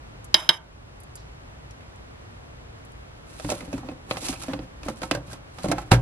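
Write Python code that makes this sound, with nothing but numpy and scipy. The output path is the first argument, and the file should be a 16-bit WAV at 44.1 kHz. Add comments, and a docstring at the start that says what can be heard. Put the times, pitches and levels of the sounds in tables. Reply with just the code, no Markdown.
"""A quiet kitchen, close up: steel chopsticks tap a ceramic plate twice, wet food ticks,
then hands press a plastic lid onto a tub, which rubs, knocks, clicks and finally snaps shut.
Blows are sums of decaying modes plus bursts of coloured noise; rubbing is swelling noise, part of it
through the modes of the tub; room tone is coloured noise. All is built as middle and side, with the treble
of the plate and tub widened, then reverberated and passed through a level control and a microphone."""
import sys
import numpy as np
from scipy import signal
from scipy.fft import rfft, irfft, next_fast_len
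from scipy.io import wavfile
from scipy.ndimage import map_coordinates

SR = 44100
rng = np.random.default_rng(int(sys.argv[2]) if len(sys.argv) > 2 else 0)


def unload_wav(signal):
    """Save mono or channel-first audio to the path in sys.argv[1] as 16-bit WAV at rate SR, clipped to [-1, 1]."""
    wavfile.write(
        sys.argv[1],
        SR,
        np.round(np.clip(np.atleast_2d(signal).T, -1, 1) * 32767).astype(np.int16),
    )


N = 265305

# Lid contacts. Each row: start in seconds, click in dB, treble of the click in dB, knock in dB,
# knock centre in Hz, thump in dB, thump pitch in Hz, ring of thump and hollow as a multiple of their t60.
CONTACTS = [(3.3981, -39, -43.5, -30, 620, -44, 283, 1.5), (3.4468, -37, -57, -27.5, 575, -20, 289, 1.12),
            (3.4914, -37, -38, -20.5, 597, -22.5, 254, 0.94), (3.501, -32, -27.5, -23, 622, -39, 258, .8),
            (3.5194, -46, -32.5, -14, 596, -23, 342, 0.87), (3.608, -38, -55, -36, 580, -36, 285, 0.67),
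            (3.626, -55, -65, -30.5, 510, -25, 264, 0.53), (3.6792, -56, -69, -36, 510, -28.5, 280, 0.93),
            (3.7294, -41, -42, -25, 573, -25, 194, 0.4), (3.737, -57, -66, -36, 535, -17, 272.2, 0.89),
            (3.7793, -46, -48, -35, 1300, -19, 287, 0.36), (3.8323, -61, -66, -31, 800, -34, 260, .9),
            (3.845, -64, -68, -37, 515, -27, 257, 0.85), (3.8875, -36, -68, -26.5, 595, -19, 298, 0.49),
            (3.915, -55, -68.5, -30.5, 513, -27, 260, 0.69),
            (4.1107, -20.5, -39, -17.5, 584, -33, 309, 1.16),
            (4.1697, -30.5, -37.5, -24.5, 790, -36, 304, 0.73),
            (4.223, -62, -53, -33, 514, -26.5, 250, 0.67), (4.2849, -32, -26.5, -35, 754, -33, 270, 0.98),
            (4.293, -60, -60, -33, 750, -16, 267, 0.58), (4.3288, -33, -58, -28.5, 638, -46, 300, 0.83),
            (4.436, -42, -60, -34, 736, -54, 330, .8), (4.4829, -40, -50, -22, 639, -23, 264.5, 1.6),
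            (4.5338, -26.5, -45, -19.5, 544, -24, 291.2, 1.7),
            (4.5908, -38.5, -65, -27, 505, -22.5, 305, 0.73), (4.8322, -39, -47.5, -39, 580, -39, 296, .9),
            (4.86, -57, -62.5, -31.5, 644, -23.5, 287, 0.89),
            (4.8847, -34, -37.5, -21, 562, -20, 229, 0.67), (4.9, -58, -60, -34, 534, -23, 307, 0.59),
            (5.018, -32.5, -44, -26.5, 595, -25.5, 299, 1), (5.033, -29.5, -39.5, -20, 910, -24, 294, 0.92),
            (5.1121, -16, -26.5, -13, 670, -12, 291, 0.51), (5.1496, -46, -34, -18.5, 580, -29, 284, 0.55),
            (5.172, -56, -58, -23.5, 568, -31, 303, 0.61), (5.2805, -46.5, -64, -37, 574, -44, 280, .9),
            (5.3311, -52, -37.5, -34, 618, -42, 292, 0.95), (5.5855, -39, -46, -30.5, 1225, -54.5, 293, .9),
            (5.6432, -54, -55, -15, 608, -10.5, 184, 0.39), (5.658, -55, -60, -22, 550, -15, 309, 1.12),
            (5.685, -37.5, -37, -24, 587, -20, 290, 1.3), (5.6995, -54, -56, -25, 700, -19, 298, .8),
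            (5.7153, -33, -25, -11.5, 690, -21, 306, 0.79), (5.728, -50, -58, -17.5, 766, -15, 292, 0.67),
            (5.7825, -36, -42, -19, 827, -32, 300, 1.1), (5.9176, -11, -23, -1, 940, -11.5, 338, 0.94),
            (5.9293, -26, -47, -7, 537, -14.5, 338, 0.67)]
# Modes of the tub walls and lid. Each row: pitch in Hz, level in dB, t60 in seconds.
WALLS = [(526.6, -4.5, 0.12), (583, -4, 0.056), (642, -3.5, 0.055), (757, -1.5, 0.067), (856, 0.5, 0.03),
         (964, -5, 0.029), (1045, -9.5, 0.047), (1311, -7.5, 0.051), (1470, -25, 0.074), (1690, -10, 0.055),
         (1980, -24, .04), (2140, -24, 0.071), (2480, -23, 0.14)]
# Modes of the air in the tub. Each row: pitch in Hz, level in dB, t60 in seconds.
HOLLOW = [(175.2, 1.5, 0.212), (253, -1, 0.091), (288.3, -1.5, 0.17), (331, -3, 0.146), (358.6, -9.5, 0.11)]
SCATTER_DB = 1.6  # chance in the strength of each tub mode, from blow to blow


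def amp(db):
    """Decibels to amplitude."""
    return 10 ** (np.asarray(db) / 20)


def unit(x):
    """Scale each channel to rms 1."""
    return x / np.sqrt(np.mean(x ** 2, axis=-1, keepdims=True) + 1e-20)


def along(points, hz):
    """Read a curve of (Hz, value) points on a log frequency axis."""
    f, v = np.transpose(points)
    return np.interp(np.log(hz + 1), np.log(f + 1), v)


def filtered(x, response):
    """Multiply the spectrum of x by a response of frequency."""
    m = next_fast_len(N + SR // 2)
    return irfft(rfft(x, m) * response(np.fft.rfftfreq(m, 1 / SR)), m)[..., :N]


def noise(spectrum):
    """Two unrelated noises of one colour, rms 1."""
    return unit(filtered(rng.standard_normal((2, N)), lambda hz: amp(along(spectrum, hz))))


def wobble(rate):
    """A smooth random curve, rate knots a second."""
    knots = rng.standard_normal(int(N * rate / SR) + 4)
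    return map_coordinates(knots, [np.arange(N) * rate / SR])


def ring(modes, t, scatter_db, attack, rough, centre_hz=None, focus=0, lasts=1, most_db=13.5):
    """One blow as decaying modes, heard by middle and side at their own strengths; peak about 1."""
    hz, db, t60 = np.transpose(modes)[:, :, None]
    if centre_hz:
        # the place of the blow favours modes near one pitch: focus in dB per octave squared, at most most_db
        db = db - np.minimum(focus * np.log2(hz / centre_hz) ** 2, most_db)
    scatter = scatter_db * rng.standard_normal((2, len(modes), 1))
    gain = amp(db + scatter - 60 * t / (t60 * lasts))
    # wandering phase blurs each line
    drift = np.cumsum(rng.standard_normal((len(modes), len(t))), axis=1) * rough
    # the middle starts nearly in step, the side at random
    phase = rng.standard_normal((2, len(modes), 1)) * [[[.35]], [[3]]] + drift
    tone = np.sum(gain * np.sin(2 * np.pi * hz * t + phase), axis=1)
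    return tone * (1 - np.exp(-t / attack)) / np.sqrt(2 * np.sum(amp(db) ** 2))


def add(track, s, sound):
    """Mix a sound into a track at time s."""
    part = track[:, round(s * SR):][:, :sound.shape[1]]
    part += sound[:, :part.shape[1]]


def air():
    """Room tone: a low rumble in the middle and a smooth hiss in the side, both gently uneven in level."""
    # Colour of the middle. Each row: frequency in Hz, density in dB per Hz.
    rumble = [(12, -35.5), (20, -7), (40, -6.5), (55, 2), (70, -4), (90, -4.5), (118, -3.5), (161, -10.5),
              (180, -15), (274, -15.5), (362, -19), (565, -19), (1300, -24.5), (1540, -27), (3080, -33.5),
              (8880, -47.5), (12100, -50.5), (15500, -78.5)]
    # Colour of the side. Each row: frequency in Hz, density in dB per Hz.
    hiss = [(12, -63.5), (20, -30.5), (144, -8.5), (180, -5.5), (452, -4), (534, -5.5), (705, -6.5),
            (1200, -8), (2330, -13.5), (14300, -33), (15500, -43)]
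    mid, side = noise(rumble)[0], noise(hiss)[0]
    # spaced ports: above 300 Hz the left one lags a little in phase
    lag = filtered(mid, lambda hz: -.3j * (hz > 300))
    level = amp(-45 + 0.2 * wobble(17.0))
    return level * np.array([mid, amp(-3.5) * side + lag])


def kitchen(x):
    """Reverberation: each frequency dies at its own speed; moving hands change the echoes all the time."""
    # Decay of the room. Each row: frequency in Hz, t60 in seconds.
    decay = [(150, 0.56), (1000, 0.39), (4000, 0.11), (12000, 0.031)]
    out, size = np.zeros((2, N)), SR // 7
    for start in range(0, N, size):  # a fresh set of echoes for each slice of sound
        hz, t, z = signal.stft(rng.standard_normal((2, SR // 3)), SR, nperseg=256)
        fading = z * amp(-60 * t / along(decay, hz)[:, None])
        tail = signal.istft(fading, SR, nperseg=256)[1]
        tail /= np.linalg.norm(tail[0])
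        add(out, start / SR + .005, signal.fftconvolve(x[:, start:start + size], tail, axes=1))
    return out


def heard(x, side_db, wet_db=-19.5):
    """Room and stereo width: the side mixes the phase-turned middle with a loose part of its own."""
    # How far the side is tied to the middle. Each row: frequency in Hz, share from 0 to 1.
    tied = [(250, .8), (600, .65), (1000, 0.5), (2000, 0.44), (4000, 0.33), (7000, 0.85), (11000, .15)]
    # Phase of that tied part, which puts things a little to the right. Each row: frequency in Hz, turn in radians.
    turn = [(250, 1.9), (600, 2.2), (1000, 3.2), (2000, 2.8), (4000, 3.1), (8000, 4.5)]
    mid, loose = x + amp(wet_db) * kitchen(x)

    def spread(hz):
        share = np.clip(along(tied, hz), 0, 1)
        turned = share * np.exp(1j * along(turn, hz))
        return amp(along(side_db, hz)) * np.array([turned, np.sqrt(1 - share ** 2)])

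    edge = filtered(np.array([mid, loose]), spread).sum(axis=0)
    return np.array([mid + edge, mid - edge])


def ticks():
    """Each wet contact is a puff of noise around one pitch, with a fainter clink of the two sticks."""
    # Wet ticks. Each row: start in seconds, puff in dB, pitch in Hz, t60 in seconds, clink in dB.
    wet_ticks = [(.244, -38.5, 8550, 0.042, -50), (.97, -58, 7000, 0.021, -70),
                 (1.002, -44.5, 10200, 0.05, -51), (1.033, -45, 9540, 0.036, -49.5),
                 (1.1548, -35, 7770, 0.041, -36), (1.172, -45, 4610, 0.28, -70),
                 (1.708, -42, 5200, 0.037, -53), (1.807, -36, 2220, 0.033, -68),
                 (1.9585, -49, 6970, 0.02, -59), (2.85, -50, 9080, 0.041, -59),
                 (2.919, -51, 9000, 0.028, -59)]
    # Modes of the two sticks touching. Each row: pitch in Hz, level in dB, t60 in seconds.
    clink = [(4800, -2, .05), (7150, -2, .045), (8590, -0.5, .05), (10000, -1.5, .04), (10860, -1.5, .05),
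             (11700, -6, .04)]
    out, t = np.zeros((2, N)), np.arange(SR // 8) / SR
    for s, db, hz, t60, clink_db in wet_ticks:
        add(out, s, amp(clink_db) * ring(clink, t, scatter_db=2.5, attack=.0004, rough=.05))
        b, a = signal.butter(2, [hz * .72, min(hz * 1.3, 12500)], 'bandpass', fs=SR)
        puff = signal.lfilter(b, a, rng.standard_normal((2, len(t))))
        add(out, s, amp(db - 60 * t / np.clip(t60, .004, .3)) * puff)
    return out


def taps():
    """Steel tips strike the glaze: plate and stick modes, a crack, a rattle, a counter knock, a fading buzz."""
    # Chopstick taps. Each row: start in seconds, strength in dB, rattle t60 in seconds, low knock in dB,
    # buzz in dB, buzz t60 in seconds, buzz hold in seconds, favoured pitch in Hz.
    strikes = [(0.3432, 2, .03, -20.5, -24.5, .45, .135, 4350),
               (0.491, 1.5, 0.025, -17, -22, 0.22, 0.082, 2938)]
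    # Modes of the plate. Each row: pitch in Hz, level in dB, t60 in seconds.
    plate = [(628, -2.5, 0.065), (910, -18, 0.299), (926, -8.5, 0.1), (1019, -14, 0.084),
             (1090, -19, 0.088), (1193, -16, .08), (1534, -7.5, 0.045), (1647, -16, 0.077),
             (1734, -18.5, 0.054), (1818, -16, 0.06), (2025, -19, 0.069), (2150, -11, 0.045),
             (2304, -14.5, 0.042), (2401, -22.5, 0.071), (2730, -13.5, 0.023), (2927, -5.5, 0.039),
             (3040, -9, .04), (3106, -4.5, 0.023), (3181, 0.5, 0.03557), (3275, -8.5, 0.036),
             (3564, -8, 0.033), (3620, -9.5, 0.0396), (3803, -3, 0.05), (3848, 0, 0.0351),
             (4097, -13, 0.042), (4540, -17.5, 0.024), (4960, -9.5, 0.023), (5074, -0.5, 0.024),
             (5170, -5.5, 0.02), (6116, -12, 0.034)]
    # Modes of the steel sticks, a short, slightly blurred ring. Each row: pitch in Hz, level in dB, t60 in seconds.
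    sticks = [(3060, 6, 0.17), (3224, -3, 0.15), (3400, -7, .14), (3742, 0, 0.15), (5160, -8.5, .17),
              (5170, -7.5, 0.15), (5990, -14.5, 0.179), (6160, -17, .15), (7196, -5.5, 0.11),
              (8080, -19.5, 0.0797), (9060, -8, 0.11), (10070, -9.5, .12), (10470, -5.5, 0.081),
              (10360, -11.5, .1), (11170, -11.5, .1), (11675, -11.5, 0.097), (11930, -10.5, .09),
              (12960, -19, .04)]
    # Rattle of the two sticks against the glaze. Each row: frequency in Hz, density in dB per Hz.
    clatter = [(88, -51), (150, -27.5), (634, -18), (1280, -18.5), (1550, -10.5), (2430, -20), (3810, -6.5),
               (4370, -11.5), (5150, 2), (5400, -20.5), (8470, -36.5), (10700, -22.5), (13000, -26),
               (15800, -30.5)]
    # Buzz of the plate on the counter. Each row: frequency in Hz, density in dB per Hz.
    plain_buzz = [(150, -41), (250, -10), (681, 1.5), (1170, 3), (2710, -8.5), (3110, -11), (3840, -14),
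                  (4410, -32), (5000, -16), (6500, -39.5), (11000, -120)]
    # How strongly the buzz drives the modes. Each row: frequency in Hz, drive in dB.
    drive = [(600, 8), (1200, 9), (2000, 6), (3000, 1), (4400, -6), (5200, -0.5), (7000, -6), (12000, -10)]
    knock = [(174.3, -2.0, 0.087), (340, 1.0, 0.082)]  # counter modes: Hz, dB, t60 in seconds
    stop_t60 = .09  # seconds, extra fading of the buzz after its hold, as the stick lifts or damps it
    out, t = np.zeros((2, N)), np.arange(SR // 3) / SR
    gate = np.zeros((2, N))  # levels of rattle and buzz
    for s, db, rattle_t60, knock_db, buzz_db, buzz_t60, hold, centre_hz in strikes:
        rattle_level = amp(db - 6.5 - 60 * t / rattle_t60)
        buzz_level = amp(buzz_db - 60 * t / buzz_t60 - 60 * np.maximum(t - hold, 0) / stop_t60)
        add(gate, s, np.array([rattle_level, buzz_level]))
        add(out, s, amp(db - 14.5 - 60 * t / 0.0027) * rng.standard_normal((2, len(t))))  # crack
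        add(out, s, amp(db + 5.5) * ring(plate, t, scatter_db=2.5, attack=0.00077, rough=0.0094,
                                         centre_hz=centre_hz, focus=2.4))
        add(out, s, amp(db - 22.5) * ring(sticks, t, scatter_db=3.5, attack=0.0001896, rough=.016))
        add(out, s, amp(knock_db) * ring(knock, t, scatter_db=1.3, attack=0.00037, rough=0.016))

    def driven(f):
        """Each mode as a peak 2.2 % of its pitch wide, at most 220 Hz."""
        peaks = sum(amp(db / 2) / (1 + (2 * (f - c) / min(c * .022, 220)) ** 2) for c, db, _ in plate + sticks)
        return peaks * amp(along(drive, f))

    shaking = amp(2.5 * wobble(70)) * rng.standard_normal((2, N))
    modes = unit(filtered(shaking, driven))
    return out + gate[0] * noise(clatter) + gate[1] * unit(noise(plain_buzz) + amp(4) * modes)


def counter():
    """The base of the tub rocks down on the counter, and every thump shakes the counter a little."""
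    # Rocking of the base. Each row: start in seconds, level in dB.
    bumps = [(3.4461, -23.5), (3.629, -48), (4.1105, -35), (4.5337, -29.5), (4.862, -27.5), (5.1516, -24),
             (5.28, -31.5), (5.645, -43), (5.688, -17.5), (5.7823, -26.5), (5.918, 2), (5.928, -3.5),
             (5.939, -13.5)]
    # Modes of the counter under the tub. Each row: pitch in Hz, level in dB, t60 in seconds.
    boards = [(56, 1.5, 0.49), (84.9, -5, 0.13), (107.5, 1, 0.059), (119.7, 7, 0.27), (152, 2.5, 0.25)]
    under_thump_db = 14.5
    out, t = np.zeros((2, N)), np.arange(SR // 4) / SR
    shakes = [(s, thump_db - under_thump_db) for s, *_, thump_db, _, _ in CONTACTS]
    for s, db in bumps + shakes:
        add(out, s, amp(db) * ring(boards, t, scatter_db=0.95, attack=0.0017, rough=0.008))
    return out


def rub():
    """Skin and rim slide on plastic in a grainy hiss; the tub modes drone with it, and after knocks and the snap."""
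    # Strokes, and last the hiss and drone left ringing by the final snap.
    # Each row: peak time in seconds, rise in seconds, fall in seconds, hiss in dB, drone in dB.
    swells = [(3.345, 0.13, 0.19, -65, -56), (3.517, 0.24, 0.22, -41, -44.5),
              (3.61, .06, 0.067, -61, -51.5), (3.736, 0.044, 0.14, -53, -42.5),
              (3.914, 0.16, 0.027, -76, -49), (4.116, 0.046, 0.14, -45, -38),
              (4.278, 0.15, 0.19, -35, -44.5), (4.439, 0.052, 0.027, -43, -39.5),
              (4.526, 0.25, 0.21, -68, -45), (4.892, 0.14, 0.044, -51, -44.5),
              (5.033, 0.18, 0.11, -47.5, -59), (5.155, 0.048, 0.015, -63, -28.5),
              (5.334, 0.11, 0.04, -47, -40.5), (5.642, 0.15, 0.25, -47.5, -42),
              (5.722, 0.0068, 0.0065, -32, -25), (5.824, 0.062, 0.06, -53, -48),
              (5.917, 0.0062, 0.053, -37, -13.5)]
    # Colour of the sliding hiss. Each row: frequency in Hz, density in dB per Hz.
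    slide = [(710, -49), (1200, -8), (1320, 3.5), (1430, -27), (1970, -5.5), (2620, 1.5), (3030, -3),
             (4160, 0.5), (5110, -2.5), (10500, -2.5), (12100, -9), (14000, -38)]
    swell_db, drone_lingers = 26.5, 1.31  # dB over a rise or fall; the drone falls that many times slower
    shiver_under_knock_db, shiver_t60 = 23, 0.145  # the walls keep droning after a knock; t60 in seconds
    now = np.arange(N) / SR
    level = np.zeros((2, N))  # levels of hiss and drone
    for s, rise, fall, hiss_db, drone_db in swells:
        falls = fall * np.array([[1], [drone_lingers]])
        away = np.maximum((s - now) / rise, (now - s) / falls)
        level += amp([[hiss_db], [drone_db]] - swell_db * away)
    for s, _, _, knock_db, *_ in CONTACTS:
        add(level[1:], s, amp(knock_db - shiver_under_knock_db - 60 * now[None, :SR // 3] / shiver_t60))

    def body(f):
        """Resonances of the tub, each 4 / t60 Hz wide before the scaling of angular frequency."""
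        return sum(amp(db) * 1j * f * 30 / (c * c - f * f + 1j * f * 4 / t60) for c, db, t60 in HOLLOW + WALLS)

    grain = amp(3 * wobble(60) + 2.8 * wobble(450))
    lumps = amp(3 * wobble(40))
    drone = unit(lumps * filtered(rng.standard_normal((2, N)), body))
    return level[0] * unit(grain * noise(slide)) + level[1] * drone


def twangs():
    """The rim of the lid twangs as a catch slips: a narrow choice of its modes rings briefly."""
    # Slips. Each row: start in seconds, level in dB, favoured pitch in Hz, ring as a multiple of the rim's t60.
    slips = [(3.399, -34, 1100, .6), (3.4466, -37, 1480, .6), (3.4907, -28, 1310, 0.72),
             (3.5009, -29, 2300, 0.65), (3.5175, -34, 1250, .8), (3.6062, -33, 2250, 0.55),
             (3.729, -36, 2600, 0.91), (3.739, -38, 2540, .6), (3.779, -40, 1320, 1),
             (3.8876, -38, 2570, 1.1), (4.1102, -29, 2560, 0.73), (4.16, -24, 1080, .5),
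             (4.286, -26, 2650, 0.52), (4.3279, -36, 1330, 1.2), (4.358, -35, 2570, 0.71),
             (4.418, -33.5, 1300, 1.5), (4.5341, -34, 2100, 0.53), (4.8324, -34, 2560, .6),
             (4.877, -41, 2600, 0.72), (4.8826, -22, 1140, 0.76), (5.0176, -27, 1360, 1.1),
             (5.033, -29, 1340, 1.1), (5.1118, -21, 1330, 0.78), (5.1508, -27, 1640, .7),
             (5.3, -35, 1200, .6), (5.315, -37, 1600, .6), (5.6835, -36, 2070, .8),
             (5.7145, -21, 2230, 0.91), (5.716, -24, 1330, .6), (5.721, -21, 1560, 0.64),
             (5.7826, -23, 1310, 0.47), (5.786, -27.5, 1540, 0.45), (5.9175, -5.5, 1280, 0.36),
             (5.9155, -13, 3900, 0.33), (5.9286, -14, 1580, 1.5), (5.936, -17, 2100, 0.81),
             (5.947, -23, 1580, 0.9)]
    # Modes of the rim. Each row: pitch in Hz, level in dB, t60 in seconds.
    rim = [(1100, -1, 0.034), (1213, 3, 0.035), (1315, 5, .06), (1535, 8, .06), (1600, 2, 0.1),
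           (1855, -6, 0.043), (2107, 2, 0.056), (2314, -1.5, 0.063), (2578, 3, .07), (2860, -2, 0.033),
           (3160, -10, .04), (3640, -21, 0.031), (4020, 0, 0.061)]
    out, t = np.zeros((2, N)), np.arange(SR // 4) / SR
    for s, db, centre_hz, lasts in slips:
        add(out, s, amp(db) * ring(rim, t, SCATTER_DB, attack=.0006, rough=.015, centre_hz=centre_hz,
                                   focus=200, lasts=lasts, most_db=19))
    return out


def lid():
    """Every contact clicks, knocks the walls and the panel under the finger, and thumps the hollow tub."""
    # Low part of a click. Each row: frequency in Hz, density in dB per Hz.
    snap = [(880, -3), (1350, 1), (1700, -9), (2100, -3), (2350, -7), (2620, -2.5), (2900, -7.5),
            (5000, -12), (6500, -75), (11000, -120)]
    # Treble of a click. Each row: frequency in Hz, density in dB per Hz.
    click = [(2940, -4), (5000, 1), (5960, -1), (10500, -7), (12700, -16), (15500, -69)]
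    click_t60, panel_t60, thump_t60 = 0.039, .06, .13  # seconds
    panel_under_knock_db, hollow_under_thump_db = 2.5, 6.5
    out, t = np.zeros((2, N)), np.arange(SR // 4) / SR
    gate = np.zeros((2, N))  # levels of the low part and the treble of the clicks
    for s, click_db, treble_db, knock_db, centre_hz, thump_db, thump_hz, lasts in CONTACTS:
        add(gate, s, amp([[click_db], [treble_db]] - 60 * t / click_t60))
        walls = ring(WALLS, t, SCATTER_DB, attack=0.00063, rough=0.015, centre_hz=centre_hz, focus=6.6)
        add(out, s, amp(knock_db) * walls)
        # the pressed lid sets the pitch of the panel and of the thump
        panel = ring([(centre_hz, 0, panel_t60)], t, SCATTER_DB, attack=0.0021, rough=0.013)
        add(out, s, amp(knock_db - panel_under_knock_db) * panel)
        thump = ring([(thump_hz, 0, thump_t60)], t, SCATTER_DB, attack=0.0031, rough=0.019, lasts=lasts)
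        add(out, s, amp(thump_db) * thump)
        hollow = ring(HOLLOW, t, SCATTER_DB, attack=0.0042, rough=0.023, lasts=lasts)
        add(out, s, amp(thump_db - hollow_under_thump_db) * hollow)
    return out + gate[0] * noise(snap) + gate[1] * noise(click)


def scene():
    """Plate and tub, each with its own stereo width, over the room tone."""
    # Width of the plate sounds. Each row: frequency in Hz, side over middle in dB.
    plate_side = [(60, -9.5), (110, -13.5), (200, -19), (380, -8.5), (700, -13), (1290, -0.5), (2380, -0.5),
                  (4400, -7.5), (8120, 7.5), (15000, 2.5)]
    # Width of the tub sounds. Each row: frequency in Hz, side over middle in dB.
    tub_side = [(60, -27), (110, -27), (200, -22), (380, -13.5), (700, -7.5), (1290, -4), (2380, 0),
                (4400, 2.5), (8120, 5), (15000, 8)]
    mid, side = air()
    room_tone = np.array([mid + side, mid - side])
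    plate = heard(ticks() + taps(), plate_side)
    tub = heard(counter() + rub() + twangs() + lid(), tub_side)
    return room_tone + plate + tub


def record(dry):
    """Gain control ducks after loud sounds and recovers slowly; peaks clip softly; the band ends sharply."""
    # Thin bottom and dull top of the microphone. Each row: frequency in Hz, gain in dB.
    mic = [(22, -6.5), (45, 0), (10000, -0.5), (12500, -4), (15500, -18.5)]
    top_hz, edge_hz = 16500, 400  # end of the band and width of its slope
    keep = np.exp(-1 / (.16 * SR))  # the power is averaged over about 0.16 s
    memory = signal.lfilter([1 - keep], [1, -keep], np.mean(dry ** 2, axis=0))
    ducked = dry * (1 + memory / amp(-28.5) ** 2) ** -.17
    clipped = ducked / (1 + np.abs(ducked) ** 6) ** (1 / 6)
    return filtered(clipped, lambda hz: amp(along(mic, hz)) * np.clip((top_hz - hz) / edge_hz, 0, 1) ** 2)


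dry = scene()
out = record(dry)
unload_wav(out)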